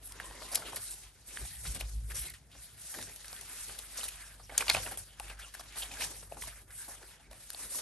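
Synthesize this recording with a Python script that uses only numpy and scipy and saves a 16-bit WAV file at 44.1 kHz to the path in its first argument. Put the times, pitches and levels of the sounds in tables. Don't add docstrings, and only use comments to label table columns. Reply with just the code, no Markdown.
import sys
import numpy as np
from scipy import signal
from scipy.fft import rfft, irfft, next_fast_len
from scipy.io import wavfile

SR = 44100
rng = np.random.default_rng(int(sys.argv[2]) if len(sys.argv) > 2 else 0)


def pcm_store(signal):
    levels = np.round(np.clip(np.atleast_2d(signal), -1, 1) * 32767)
    wavfile.write(sys.argv[1], SR, levels.astype(np.int16).T)


N = 344729

ROOM_T60_S, ROOM_DB, WALL_CUT_HZ = 0.3, -19, 3500

# (time [s], pitch [Hz], lowest mode level [dB], upper modes level [dB])
SHUDDER = [(0.0, 48.1, -53.5, -63.5), (0.6, 49.1, -55, -58), (1.05, 49, -58, -61), (1.19, 49.5, -68, -64),
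           (1.32, 48.6, -54, -66), (1.38, 52, -64, -60), (1.52, 59.8, -61, -52.5), (1.66, 55.2, -43, -58),
           (1.79, 51.9, -48, -53), (1.9, 52.7, -38, -59), (2.13, 54.1, -37, -50.5), (2.18, 54, -51, -50),
           (2.28, 56.9, -68, -53), (2.5, 58.8, -59, -64), (2.62, 54, -65, -61.5), (2.87, 54.8, -64, -62),
           (3.05, 49, -59.5, -61.5), (4.4, 48.8, -53.5, -62.5), (4.8, 49.3, -48.5, -54),
           (5.1, 50, -57, -65), (5.19, 50, -56, -60), (5.24, 49, -46, -61), (5.33, 48.5, -46.5, -68),
           (5.55, 49.6, -59, -58.5), (5.68, 48.7, -52, -62), (5.75, 49.2, -56, -62),
           (5.82, 49.8, -49.5, -60.5), (6.3, 49.8, -53.5, -56), (6.45, 49.8, -48, -54),
           (6.72, 49.5, -60, -66.5), (6.77, 49.2, -54, -57), (6.83, 49, -64, -67), (6.95, 48.8, -55, -61.5),
           (7.2, 48.4, -63, -62), (7.82, 49.6, -61, -66)]
# (pitch [Hz], width [Hz], level [dB])
TABLE_MODES = [(64, 15.4, 2), (97.6, 12.4, 3.5), (115, 16.2, -1), (134.9, 29.7, -6.5)]
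# (time [s], lowest mode swell [dB], upper modes swell [dB])
JOLTS = [(0.13, -55, -77), (0.3, -49, -62), (0.93, -56, -63), (1.07, -54, -73), (1.43, -35.5, -46),
         (1.59, -53, -72), (1.68, -57, -44), (1.705, -34, -60), (1.76, -60, -45), (1.846, -35, -75),
         (1.95, -46, -50), (1.979, -32.5, -54), (2.04, -64, -51), (2.07, -49, -63), (2.22, -39, -68),
         (2.33, -51, -76), (2.59, -50.5, -67), (2.978, -70, -62), (3.017, -70, -55), (3.07, -63, -55),
         (3.72, -53, -67), (4.72, -58.5, -71), (4.765, -61, -38), (4.81, -49, -71), (5.01, -62, -59),
         (6.06, -67, -55), (7.31, -50, -89), (7.661, -54, -65)]
JOLT_RISE_S, JOLT_FALL_S = 0.015, 0.018
OCTAVE_DB = -17

# (time [s], hiss level [dB per octave], whole-sheet flap [dB], stiff rasp [dB], fine fibres [dB])
SLIDE = [(0.0, -78, 16, 15, 10), (0.06, -65, 3, 6, 22), (0.19, -60.5, 3.5, 9, -4),
         (0.26, -59.5, 7.5, 3, 11.5), (0.35, -60, 7, 8, 3), (0.46, -55, 4, 0.5, 5.5),
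         (0.54, -56.5, -1, 12, 3), (0.6, -56, 6, -1, 6), (0.65, -59.5, 10.5, 10, 6),
         (0.675, -50.5, 0, 6, 4.5), (0.7, -53.5, 4, 4, 3), (0.72, -63, 10, 15, 7),
         (0.745, -60.5, 14, 12, 11), (0.83, -52.5, -13, -7, 6), (0.93, -55.5, -6, -10, 10),
         (0.945, -60, -4, -5, 12), (1.07, -60.5, -7, 6.5, 2.5), (1.085, -65, 0, 5, 4),
         (1.13, -71.5, 2.5, 3, 8.5), (1.255, -67.5, 0, 3, 1), (1.28, -57, -3.5, -2.5, 8.5),
         (1.44, -55.5, 4, 5, 7.5), (1.5, -57.5, -24, 2.5, 10), (1.63, -64, -2, 4.5, 18),
         (1.66, -53.5, 1.5, 15, 12), (1.685, -53.5, -5, -2, 11.5), (1.715, -53.5, -8, 0, 10.5),
         (1.742, -52, -2, 0, 5), (1.765, -52.5, 1, 5, 5), (1.785, -59, 3, 6, 3), (1.805, -50.5, -6, 6, 3),
         (1.825, -53, 5, 4, -7), (1.84, -59.5, 4, 1, 0), (1.91, -62, -5, -3.5, 8), (2.07, -72.5, 6, 8, 17),
         (2.11, -60, 6, 12, 14), (2.135, -60, 0, 5, 9), (2.16, -53.5, 0, 5, 16.5),
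         (2.2, -57.5, -8, 9, 20.5), (2.225, -57, -5, 5, 14), (2.245, -56.5, 3, 14, 13),
         (2.28, -55, -5, -3, 9), (2.295, -63, -3, 7, 6), (2.315, -62.5, -3, 11, 5), (2.333, -68, 6, -1, 7),
         (2.35, -65, -9, 14, 7), (2.4, -71.5, 5, 1, 2), (2.48, -77, 9, 10, 10), (2.53, -68, 8.5, 6, -4),
         (2.63, -59, -8.5, 1, 10.5), (2.74, -68, 2.5, 6, 9), (2.85, -57, -9, -1, 9.5),
         (2.92, -54, -11, -9, 12), (2.98, -51.5, 7, -11, 5.5), (3.02, -52.5, 7.5, -9, 8),
         (3.065, -54.5, -8, -11, 4), (3.08, -55, 4.5, -2, 4), (3.18, -59, -8, -4, 4.5),
         (3.26, -60.5, -3, 7, 10), (3.44, -60, 0, 7, 9.5), (3.55, -54, -4.5, 5.5, 11),
         (3.66, -56.5, -14, 1, 10), (3.7, -54, 4.5, 4, 6), (3.76, -57.5, -1, 3, 7),
         (3.87, -60, -3.5, 8.5, 9.5), (4.01, -53, 0.5, 8.5, 12.5), (4.14, -59.5, -8, 8, 4.5),
         (4.24, -59.5, -3.5, 10, 7), (4.37, -69.5, 8, 8, 10.5), (4.48, -67, -3, 1, 7),
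         (4.52, -62, 12, 16, 6.5), (4.57, -55.5, 3.5, 10, 4), (4.61, -46.5, 4, 12, 13),
         (4.64, -51, -1, -5, 0), (4.663, -50.5, -3, -4, 1), (4.69, -50.5, -5, 9, -2),
         (4.715, -45, 0, 15, 1), (4.73, -52, -14, -3, 10), (4.745, -38, -10, 3, 3),
         (4.755, -44.5, -8, 11, -7), (4.78, -48.5, -8, 17, 5), (4.83, -52, 0, -1, 7),
         (4.855, -55.5, 1, 3, 9), (4.875, -59, 11, 15, 15.5), (4.9, -59, 8, 6, 17),
         (4.92, -56.5, 9.5, 16, 17), (4.94, -58.5, 11, 11, 13.5), (4.965, -62.5, 6, 2, 2),
         (4.972, -66, 6, 2, 7), (4.98, -58.5, -2, 5, 21.5), (5.0, -60.5, 0, 4, 12.5),
         (5.05, -67, -1, 3.5, 9.5), (5.18, -69, 3, 8, 4), (5.22, -63, 6, 9.5, 10.5),
         (5.31, -61.5, 1, 12, 8.5), (5.36, -70.5, 8, 10, 0), (5.42, -57, -4, 6, -1),
         (5.53, -66.5, -5, 6, 7), (5.58, -57, -5, 2, 1), (5.66, -65, -0.5, 9.5, 6),
         (5.73, -59, -3, 8.5, -11), (5.79, -49.5, -11, 4.5, 13), (5.9, -55, 1.5, 2, 0),
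         (5.97, -56.5, 2.5, 10, 4.5), (6.0, -51.5, 1, 5, 5), (6.025, -41, -12, -2, 1),
         (6.045, -42, -9, -2, 4), (6.065, -48, -4, -4, 5), (6.12, -57.5, 6.5, -1, 11.5),
         (6.2, -60, -2, -1, 10), (6.29, -71.5, 6, 11, 15), (6.365, -66.5, 13, 9, 9.5),
         (6.4, -59.5, 6, -6, 8), (6.43, -57, -8, 2, 14), (6.465, -57.5, -3, -1, 5),
         (6.49, -54.5, 0, 10, 9.5), (6.525, -63, 2, 14, 11), (6.55, -68, -2, 8, 14), (6.59, -68, 3, 15, 15),
         (6.62, -72, 8, 13, 16), (6.66, -74, 9, 1, 7), (6.7, -78.5, 16, 27, 21.5),
         (6.79, -60, -7.5, 4.5, 16), (6.87, -61, -3, 6, 12), (6.91, -60.5, -3, 5, 14),
         (6.99, -66, 6, 12, 8), (7.08, -67, 4, 9, 9), (7.12, -61.5, -0.5, 6.5, 9), (7.19, -72, 6, 12, 4),
         (7.25, -70.5, 6, 10, 4), (7.29, -77, 15, 9, -1), (7.32, -66, 9.5, 11.5, 10),
         (7.47, -64, -3.5, 0, 11), (7.52, -59.5, -5, 0, 8), (7.64, -57, 6, 8, 15),
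         (7.69, -58.5, 3.5, 6.5, 13.5), (7.74, -54, -7, 4, 14), (7.765, -53.5, 3, 1, 18),
         (7.79, -47.5, -3, -8, 13.5), (7.805, -53, -2, 2, 7), (7.82, -55, -4, -8, 6)]
# flap, rasp, hiss and fibres [Hz]
REGISTER_HZ = [500, 1700, 5000, 9000]
# (frequency [Hz], level [dB])
PAPER_COLOUR = [(160, -2.5), (300, 4.5), (600, 5.5), (900, 4), (1200, 1), (1750, 9.5), (2300, 6.5),
                (4000, 12.5), (7000, 12), (10000, 0)]
# (frequency [Hz], left-right likeness [0 to 1])
LIKENESS = [(100, 1), (300, 0.82), (1000, 0.82), (2500, 0.87), (5000, 0.091), (7000, 0.26), (8500, 1),
            (10300, 1), (13000, 0.54)]

PATCH_DB, PATCH_WIDTH, PATCH_SWING_DB = -16.5, 0.11, 7.5
# (time [s], length [s], level at the top of the swell [dB
# rms], pitch [Hz])
RUBS = [(0.101, 0.1, -60.5, 990), (0.217, 0.067, -55, 1040), (0.312, 0.1, -56.5, 990),
        (0.349, 0.049, -60, 2050), (0.235, 0.13, -59, 1850), (0.441, 0.069, -56, 1000),
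        (0.458, 0.049, -60, 1950), (0.542, 0.036, -45, 4960), (0.875, .03, -54, 4100),
        (0.655, 0.035, -60, 3000), (0.673, 0.028, -51.5, 1120), (1.49, 0.09, -58.5, 1830),
        (1.658, .035, -56, 4400), (2.098, 0.018, -50, 2340), (2.108, .018, -50, 1700),
        (2.144, .04, -48, 5740), (2.193, .04, -52, 5650), (2.23, 0.05, -55, 4000), (2.266, 0.04, -54, 2060),
        (2.336, 0.038, -66, 2910), (2.941, 0.072, -56, 1860), (3.005, 0.04, -64, 300),
        (3.386, 0.036, -66, 1950), (3.52, 0.046, -61, 1880), (4.182, 0.064, -55, 1680),
        (4.297, 0.055, -60.5, 1645), (4.429, 0.027, -58, 5500), (4.704, 0.012, -44, 855),
        (4.769, 0.0119, -38, 754), (4.781, 0.013, -43, 800), (4.791, 0.015, -43, 530),
        (4.849, 0.037, -49, 603), (5.088, 0.06, -62, 3120), (5.202, 0.007, -42, 795),
        (5.231, .02, -57.5, 2600), (5.416, 0.021, -51, 3300), (5.42, 0.033, -51, 2750),
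        (5.432, 0.02, -57, 1400), (5.459, .025, -62, 1120), (5.681, 0.02, -60, 4300),
        (5.96, 0.027, -51, 1604), (6.002, 0.017, -45.5, 802), (6.045, 0.016, -51, 805),
        (6.779, 0.066, -58, 1600), (6.898, 0.039, -58, 1734), (7.228, 0.037, -64, 2224),
        (7.333, 0.031, -64, 750), (7.768, 0.024, -47, 6500)]
RUB_WIDTH, RUB_RISE = 0.12, 0.17
CRINKLE_DB, CRINKLE_TILT_DB = 0, 2

# (time [s], peak [dB], pitch [Hz], t60 [s], second mode pitch [Hz],
# second mode against the peak [dB], left minus right [dB])
FLICKS = [(0.2003, -24.5, 1750, 0.0059, 2680, -9, -2.5), (0.7318, -29.5, 930, 0.0069, 1500, -12, 0),
          (1.3722, -27, 1740, 0.0075, 3100, -6, -2), (1.4505, -45.5, 790, .02, 3600, 0, 0),
          (4.012, -33, 3020, .012, 6000, -15, 0), (4.033, -33, 3870, .01, 1300, -6, -2),
          (2.992, -40, 786, 0.012, 503, -2, 0), (3.0255, -42, 1600, 0.011, 3800, 4, 0),
          (4.6815, -20.5, 2700, 0.0084, 4540, -1, -1), (4.693, -32, 3430, 0.018, 2190, 5, -4),
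          (4.6992, -8.5, 4200, 0.0057, 2260, -7.5, -6), (4.702, -14.5, 4270, 0.0072, 2370, 1, -2),
          (4.7475, -18.5, 2530, 0.019, 604, -11.5, -3), (4.8625, -33, 2795, 0.013, 750, -5, -1),
          (4.973, -46, 3350, .008, 6980, -16, 1), (5.1988, -35, 887, 0.0079, 2710, 4, 2),
          (5.5965, -40.5, 695, 0.018, 1130, 1, -5), (6.3222, -29.5, 650, 0.015, 2630, -13, 2),
          (6.4222, -30, 2040, 0.006, 3350, -9, 3), (6.4615, -45, 2784, 0.011, 4440, -2, 4),
          (7.5032, -37, 1600, 0.0057, 4450, 4, 3), (7.5473, -42.5, 600, 0.011, 4460, 8, 0)]
FLICK_SWELL = 0.36
OVERTONE_DAMPING = 0.4
TICK_DB, TICK_S = -14, 0.00032

# (time [s], main mode peak [dB], pitch [Hz], crumple t60 [s], knock against the peak [dB],
# crack against the peak [dB], left minus right [dB])
SNAPS = [(0.121, -43, 4330, 0.017, -23, 2, 0), (0.204, -38.5, 1770, 0.034, -0.5, -20, -4),
         (0.31, -42.5, 840, 0.017, 4.5, -20, 0), (0.418, -41, 1014, 0.035, 3, -15, 3),
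         (0.421, -40, 2100, 0.02, -20, -20, 3), (0.515, -38, 5000, 0.31, 1.5, 2.5, -2),
         (0.547, -31.5, 6550, 0.062, -35, -1, 12), (0.555, -22.5, 4870, 0.019, -36, 1.5, -2.5),
         (0.575, -34.5, 1200, 0.023, -2, -15, 2), (0.622, -36, 1400, 0.035, -15, -29, 4),
         (0.724, -44, 5860, 0.019, 2, -8, 0), (1.651, -40.5, 1540, 0.029, -5, -9, 4.5),
         (1.761, -40, 1940, 0.03, -4, -8, 3), (1.808, -33, 5200, 0.01, -30, -4.5, 1),
         (1.81, -28, 2550, 0.011, -6.5, -12, 2.5), (2.106, -43, 2330, 0.034, -5, -5, 5),
         (2.117, -38.5, 1680, 0.032, -24, -3.5, 6), (2.153, -36, 6340, 0.15, -36, -6, 2),
         (2.231, -53, 3840, 0.046, -14, -3, 8), (2.28, -41, 2130, 0.035, -31, -8, 0),
         (2.337, -44.5, 1810, 0.052, -32, -10, 1), (3.013, -39, 3450, 0.013, -21, -7, 0),
         (2.513, -48.5, 3080, 0.26, -24, -13, -1), (2.55, -55.5, 1533, 0.034, 6, -17, 3),
         (2.94, -35.5, 1640, 0.049, -9, -7, 1), (2.985, -38, 1860, 0.028, -1.5, -9, 0),
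         (3.026, -35.5, 5700, 0.012, -29, -8, 4), (3.072, -47, 1520, 0.032, -1, -15, -2),
         (3.1604, -42.5, 5800, 0.0096, -25, 0, 3), (3.245, -41, 1754, 0.021, -15, -15, 2),
         (3.256, -45, 3000, 0.011, -21, 1, 2), (3.282, -33, 4580, 0.0038, -18, -10, -1),
         (3.315, -47, 1720, 0.015, -17, -17, 0), (3.329, -36, 4730, 0.011, -4.5, -7, 0),
         (3.363, -41.5, 3250, 0.021, -26, -22, 4), (3.39, -48, 2020, 0.022, -28, 1, 5),
         (3.411, -46, 5730, 0.016, -21, 6, 3), (3.684, -40, 4330, 0.0057, -25, -8, -2),
         (3.694, -42, 1600, 0.014, -1, -12, 0), (3.923, -44, 5000, 0.0064, -25, -1, 0),
         (3.986, -43, 605, 0.056, -8, -25, 0), (4.0325, -36, 6000, 0.0054, -4, 2, -2),
         (4.396, -49, 1290, 0.058, 2.5, -20, 0), (4.495, -38.5, 1885, 0.03, 1.5, -45, -3),
         (4.522, -43, 696, .04, -5, -18, -3), (4.578, -13.5, 6340, 0.022, -23, -10, 0.5),
         (4.607, -22.5, 2490, 0.039, -5.5, -25, -3), (4.623, -26, 1340, 0.02, -26, -33, 0),
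         (4.668, -35, 1010, 0.018, -21, -7, 0), (4.682, -24, 2580, 0.034, -12, -19, 1),
         (4.692, -22.5, 3426, 0.039, -5, -20, 2), (4.699, -25.5, 6900, 0.014, -3, 6.5, -4),
         (4.704, -29.5, 4400, 0.14, -36, -22, 11), (4.748, -26, 1420, 0.026, 2, -5, -1),
         (4.758, -31, 5000, 0.014, -20, -11, -2), (4.767, -24, 2945, 0.025, -3.5, -20, -1),
         (4.864, -34, 2120, 0.032, -1, -11.5, 1), (4.874, -38, 1400, 0.024, 2, -8, 2),
         (4.911, -42, 1500, 0.035, -5, 0, 0), (4.919, -36, 710, .035, -11, -9, 2),
         (4.973, -45, 3220, 0.023, 4, 9.5, 2), (5.1982, -35.5, 4000, 0.013, -4, -0.5, 2),
         (5.315, -49, 800, 0.028, -7, -20, -1), (5.435, -52, 599, 0.03, -23, -31, 3),
         (5.482, -45, 3010, 0.013, -20, -7, 0), (5.55, -39.5, 1690, 0.012, -4.5, -5, 2),
         (5.608, -42.5, 1490, 0.019, 0.5, -6, 0), (5.724, -46, 3520, 0.0091, -20, -8, 0),
         (5.758, -40.5, 3550, 0.028, -4, -12, 0), (5.765, -46.5, 1285, 0.061, 3.5, -15, 0),
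         (5.785, -35.5, 6800, .012, -30, -6, -2), (5.912, -37, 2380, 0.055, -9, -18, -1),
         (5.938, -39.5, 2300, .02, -18, -7, 0), (6.047, -31.5, 4500, .015, -20, -3, -3),
         (6.209, -50, 6000, 0.0051, -30, -3, 0), (6.214, -52, 6000, .005, -30, -3, 0),
         (6.228, -43, 1490, 0.025, 1.5, -31, 2.5), (6.315, -47.5, 680, .03, -3, -22, 9),
         (6.346, -52, 3400, 0.0085, -30, -8, 0), (6.37, -45, 1100, 0.021, 7.5, -25, 2),
         (6.424, -40, 3000, 0.024, -4, 0, 2), (6.437, -38, 954, 0.021, -24, -18, 2),
         (6.473, -47, 667, 0.1, -21, 5.5, 0), (6.705, -47, 1690, 0.06, -39, -7, 0),
         (6.88, -52, 684, 0.12, 9, 7, 0), (6.882, -50, 273, 0.04, -10, -30, 2),
         (7.017, -47, 501, 0.026, -8, -25, 0), (7.028, -44.5, 1636, 0.03, -3, -15, -1),
         (7.031, -48, 385, .04, -15, -30, 0), (7.311, -44, 656, 0.032, -37, -9, -2),
         (7.314, -47.5, 3000, 0.013, -13, -5, 0), (7.33, -46, 2200, 0.011, 1, -8, -1),
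         (7.503, -38, 2530, 0.0087, -19, 6, 1), (7.5465, -39, 3520, 0.0093, -4, -5, 0),
         (7.724, -50, 1990, .02, -6, 0, 0), (7.747, -40.5, 1000, .02, -8, -3, -1),
         (7.753, -39, 4500, 0.019, -9, -6, 1), (7.787, -40, 1500, 0.034, -0.5, 1, 0)]
# (time [s], main mode peak [dB], pitch [Hz], crumple t60 [s],
# knock against the peak [dB], crack against the peak [dB], left minus right [dB])
SCUFFS = [(0.905, -39, 8150, .1, -25, 0, -1), (5.82, -31.5, 3120, 0.036, -9, -11, -1),
          (6.006, -29, 2130, .08, -10, -12, -2), (1.746, -35.5, 8450, .035, -13, -4, 2),
          (1.797, -38.5, 4500, .04, -20, -6, 2), (2.298, -42, 4730, 0.031, -30, 2, 0),
          (2.336, -47, 4660, 0.032, -30, -8, 0), (6.41, -41.5, 5500, 0.055, -30, -2, -5),
          (0.759, -35.5, 4630, 0.042, -8, 2, 1), (0.763, -37, 1880, 0.026, -9, -10, -3),
          (3.784, -40, 3450, 0.044, -10.5, 1, 3), (3.972, -31.5, 6270, 0.052, -28, -13, 0),
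          (4.037, -37, 3670, 0.064, -9, 2, -1), (4.081, -36, 2540, 0.04, -30, 0, 0),
          (5.296, -38, 2600, 0.042, -4, -10, 1), (5.39, -43, 1535, 0.051, -10, -4, 2),
          (5.538, -41, 1700, 0.042, -10, 0, 3), (5.594, -39, 5020, .03, -25, -9, 0),
          (7.531, -45, 8000, 0.017, -30, 1, 0)]
SCUFF_RISE, SCUFF_CLICK_DB = 0.17, -25
# (pitch [Hz], width [parts of the pitch], decay [parts of the t60])
SHEET_MODES = [(610, 0.93, 2.53), (2510, 1.82, 1.8), (8470, 1.54, 0.91)]
BODY_DB, BODY_FOLLOWS = -0.5, 0.27
CRUMPLE_DB, CLICK_TILT_DB = 2.5, 0

# (frequency [Hz], lead of the left port [rad])
PORT_PHASE = [(0, 0), (1900, .07), (2950, 1), (3450, .95), (4300, .23), (5600, .23), (7500, .9), (8600, 0),
              (9900, -2.8), (10250, -np.pi), (10500, -3.4), (11630, -5.93), (12060, -2 * np.pi),
              (12500, -6.55), (13350, -9.42), (14200, -9.46), (14700, -12.4), (16000, -12.5)]
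# (frequency [Hz], level [dB])
TREBLE_COLOUR = [(20, -29), (40, -5), (7000, -0.5), (8600, 4), (10500, 14.5), (11200, 13), (12500, -4),
                 (13400, -21), (15500, -18)]
# (frequency [Hz], left minus right [dB])
PORT_LEAN = [(60, 0), (180, 1), (550, 1.5), (1650, 0.0), (4970, 1.5), (15000, -1)]
CUTOFF_HZ = 16200


def from_db(db):
    return 10 ** (np.asarray(db) / 20)


def rms_one(x):
    return x / np.sqrt(np.mean(x ** 2) + 1e-20)


def in_time(rows):
    times, *columns = np.transpose(rows)
    return [np.interp(np.arange(N) / SR, times, column) for column in columns]


def at_hz(points, hz):
    points = np.array(points, float)
    return np.interp(np.log(hz + 1), np.log(points[:, 0] + 1), points[:, 1])


def drift(rate_hz):
    r = np.exp(-2 * np.pi * rate_hz * 40 / SR)
    noise = rng.standard_normal(N // 40 + 2002)
    slow = signal.lfilter([1], [1, -2 * r, r * r], noise)[2000:]
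    return np.interp(np.arange(N) / 40, np.arange(len(slow)), rms_one(slow))


def resonate(x, hz, width_hz):
    r = np.exp(-np.pi * width_hz / SR)
    top = np.array([1, 0, -1]) * (1 - r * r) / 2
    return signal.lfilter(top, [1, -2 * r * np.cos(2 * np.pi * hz / SR), r * r], x)


def left_right(pan_db):
    return from_db([[pan_db / 2], [-pan_db / 2]])


def room(x):
    size = next_fast_len(N + SR)
    hz = np.arange(size // 2 + 1) * SR / size
    spectrum = rfft(x, size)
    wall = 1 / (1 + 1j * hz / WALL_CUT_HZ)
    out = np.zeros((2, len(hz)), complex)
    for k, lag_s in enumerate(rng.uniform(0.0074, 0.026, 12)):
        loop = from_db(-60 * lag_s / ROOM_T60_S) * wall * np.exp(-2j * np.pi * hz * lag_s)
        sign = (-1) ** (k // 2)
        out[k % 2] += sign * spectrum * loop / (1 - loop)
    return irfft(out, size)[:, :N]


def shudder(waver_hz, waver_db):
    hz, low_db, upper_db = in_time(SHUDDER)
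    low_gain = from_db(low_db + waver_db * drift(29))
    upper_gain = from_db(upper_db + waver_db * drift(6.7))
    for s, low_jolt_db, upper_jolt_db in JOLTS:
        at = round(s * SR)
        near = np.arange(max(at - SR // 8, 0), min(at + SR // 8, N))
        spread_s = np.where(near < s * SR, JOLT_RISE_S, JOLT_FALL_S)
        swell = np.exp(-.5 * ((near / SR - s) / spread_s) ** 2)
        low_gain[near] += from_db(low_jolt_db) * swell
        upper_gain[near] += from_db(upper_jolt_db) * swell
    phase = 2 * np.pi * np.cumsum(hz + waver_hz * drift(8.2)) / SR
    octave = from_db(OCTAVE_DB + waver_db * drift(15.0)) * np.sin(2 * phase)
    tone = np.sqrt(2) * (np.sin(phase) + octave)
    white = rng.standard_normal((3, N))
    upper = 0
    for mode_hz, width_hz, db in TABLE_MODES:
        ring = resonate(resonate(white, mode_hz, width_hz), mode_hz, 3 * width_hz)
        upper = upper + from_db(db) * ring
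    upper = rms_one(upper[0] + 0.4 * upper[1:])
    return tone * low_gain + upper * upper_gain


def patches(rate_hz):
    white = rng.standard_normal(N)
    rings = 0
    for hz in np.geomspace(700, 8000, 14):
        colour_db = at_hz(PAPER_COLOUR, hz) - at_hz(PAPER_COLOUR, REGISTER_HZ[2])
        swing_db = PATCH_SWING_DB * np.minimum(drift(rate_hz), 2.2)
        rings = rings + from_db(colour_db + swing_db) * rms_one(resonate(white, hz, PATCH_WIDTH * hz))
    return from_db(in_time(SLIDE)[0] + PATCH_DB) * rings


def rubs():
    out = np.zeros(N + SR)
    for (s, length_s, db, hz), noise in zip(RUBS, rng.standard_normal((len(RUBS), SR // 4))):
        ring = rms_one(resonate(resonate(noise, hz, RUB_WIDTH * hz), hz, 2 * RUB_WIDTH * hz))
        progress = np.arange(len(noise)) / SR / length_s
        shape = np.interp(progress, [0, RUB_RISE, 1, 1.5], [0.24, 1, 0.77, 0.026])
        out[round(s * SR):][:len(noise)] += from_db(db) * shape * ring
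    return out[:N]


def crinkles(per_s, spread_db, cycles):
    hiss_db = in_time(SLIDE)[0]
    sizes = from_db(spread_db * np.minimum(rng.exponential(1, N), 3.1)) * rng.choice([-1, 1], N)
    busy_db = .3 * (hiss_db + 60) + 6 * drift(10)
    born = rng.random(N) < per_s * from_db(busy_db) / SR
    pitch_of = rng.integers(0, 12, N)
    rings = 0
    for k, hz in enumerate(np.geomspace(600, 7000, 12)):
        clicks = sizes * born * (pitch_of == k) + 1e-18
        tilt = from_db(CRINKLE_TILT_DB * np.log2(hz / 2000))
        rings = rings + resonate(clicks, hz, hz / cycles) * np.sqrt(SR / hz) * tilt
    return from_db(hiss_db + CRINKLE_DB) * rings


def slide(patchy_db, jerk_db):
    hiss_db, flap_db, rasp_db, fibre_db = in_time(SLIDE)
    registers_db = [flap_db, rasp_db, 0, fibre_db]
    white = rng.standard_normal((2, 2, N))
    edges = 160 * 2 ** np.arange(0, 7, .5)
    out = 0
    for k, (low, high) in enumerate(zip(edges, edges[1:])):
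        band = signal.butter(2, [low, high], "band", fs=SR, output="sos")
        mid, side = signal.sosfilt(band, white[k % 2])
        hz = np.sqrt(low * high)
        level_db = hiss_db + at_hz(PAPER_COLOUR, hz) - at_hz(PAPER_COLOUR, REGISTER_HZ[2])
        for only_one, register_db in zip(np.eye(4), registers_db):
            share = np.interp(np.log(hz), np.log(REGISTER_HZ), only_one)
            level_db = level_db + share * register_db
        band_norm = np.sqrt(8 * (high - low) / SR)
        gain = from_db(level_db + patchy_db * drift(15)) / band_norm
        alike = np.clip(at_hz(LIKENESS, hz), 0, 1)
        out = out + gain * (np.sqrt(1 + alike) * mid + np.sqrt(1 - alike) * side * [[1], [-1]])
    return out * from_db(jerk_db * drift(41.0))


def flicks():
    out = np.zeros((2, N + SR))
    t = np.arange(SR // 20) / SR
    noises = rng.standard_normal((len(FLICKS), len(t)))
    for (s, peak_db, hz, t60, second_hz, second_db, pan_db), noise in zip(FLICKS, noises):
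        push = (1 - np.exp(-t * hz / FLICK_SWELL)) ** 2
        flick = from_db(TICK_DB) * np.exp(-t / TICK_S) * noise
        for mode_hz, db in [(hz, 0), (second_hz, second_db)]:
            swell = push * from_db(-60 * t / t60 * (mode_hz / hz) ** OVERTONE_DAMPING)
            flick = flick + from_db(db) * swell / swell.max() * np.sin(2 * np.pi * mode_hz * t)
        at = round(s * SR)
        out[:, at:at + len(t)] += from_db(peak_db) * flick * left_right(pan_db)
    return out[:, :N]


def snaps(click_s, rise_share, breadth, grit_db):
    out, length = np.zeros((2, N + SR)), SR // 8
    t = np.arange(length) / SR
    click = np.exp(-t / click_s) / np.sqrt(click_s * SR)
    rows = [(*row, rise_share, 1) for row in SNAPS]
    rows += [(*row, SCUFF_RISE, from_db(SCUFF_CLICK_DB)) for row in SCUFFS]
    bursts = rng.standard_normal((len(rows), 4, length))
    grit = from_db(grit_db * drift(600))
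    for (s, peak_db, hz, t60, knock_db, crack_db, pan_db, rise, push), noises in zip(rows, bursts):
        at, snap = round(s * SR), 0
        lumps = np.resize(grit[at:at + length], length)
        modes = [(hz, breadth, 1), *SHEET_MODES]
        levels_db = [0, knock_db, BODY_DB + BODY_FOLLOWS * crack_db, crack_db]
        for noise, (mode_hz, width, lasts), db in zip(noises, modes, levels_db):
            rise_curve = 1 - np.exp(-t / (rise * t60))
            decay = from_db(-60 * t / max(lasts * t60, .004))
            crumple = 2 * from_db(CRUMPLE_DB) * np.sqrt(mode_hz / SR) * rise_curve * decay * noise * lumps
            strike = push * click * (1 + noise) * from_db(CLICK_TILT_DB * np.log2(mode_hz / 2000))
            ring = resonate(crumple + strike, mode_hz, width * mode_hz)
            ring = resonate(ring, mode_hz, 2 * width * mode_hz)
            snap = snap + from_db(db) * ring / np.abs(ring).max()
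        out[:, at:at + length] += from_db(peak_db) * snap * left_right(pan_db)
    return out[:, :N]


def scene():
    paper = slide(patchy_db=2.5, jerk_db=1.35)
    paper = paper + crinkles(per_s=330, spread_db=7.5, cycles=5.6)
    paper = paper + snaps(click_s=0.0002, rise_share=0.017, breadth=0.33, grit_db=3.5)
    paper = paper + flicks() + patches(rate_hz=16.0) + rubs()
    echoes = from_db(ROOM_DB) * room(paper.mean(axis=0))
    return paper + echoes + shudder(waver_hz=0.76, waver_db=2.0)


def record(dry):
    size = next_fast_len(N + 4096)
    hz = np.arange(size // 2 + 1) * SR / size
    sides = np.array([[1], [-1]])
    gain = from_db(at_hz(TREBLE_COLOUR, hz) + at_hz(PORT_LEAN, hz) / 2 * sides)
    turn = np.exp(.5j * at_hz(PORT_PHASE, hz) * sides)
    x = irfft(rfft(dry, size) * gain * turn, size)[:, :N]
    return signal.sosfilt(signal.cheby2(14, 60, CUTOFF_HZ, fs=SR, output="sos"), x)


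dry = scene()
out = record(dry)
pcm_store(out)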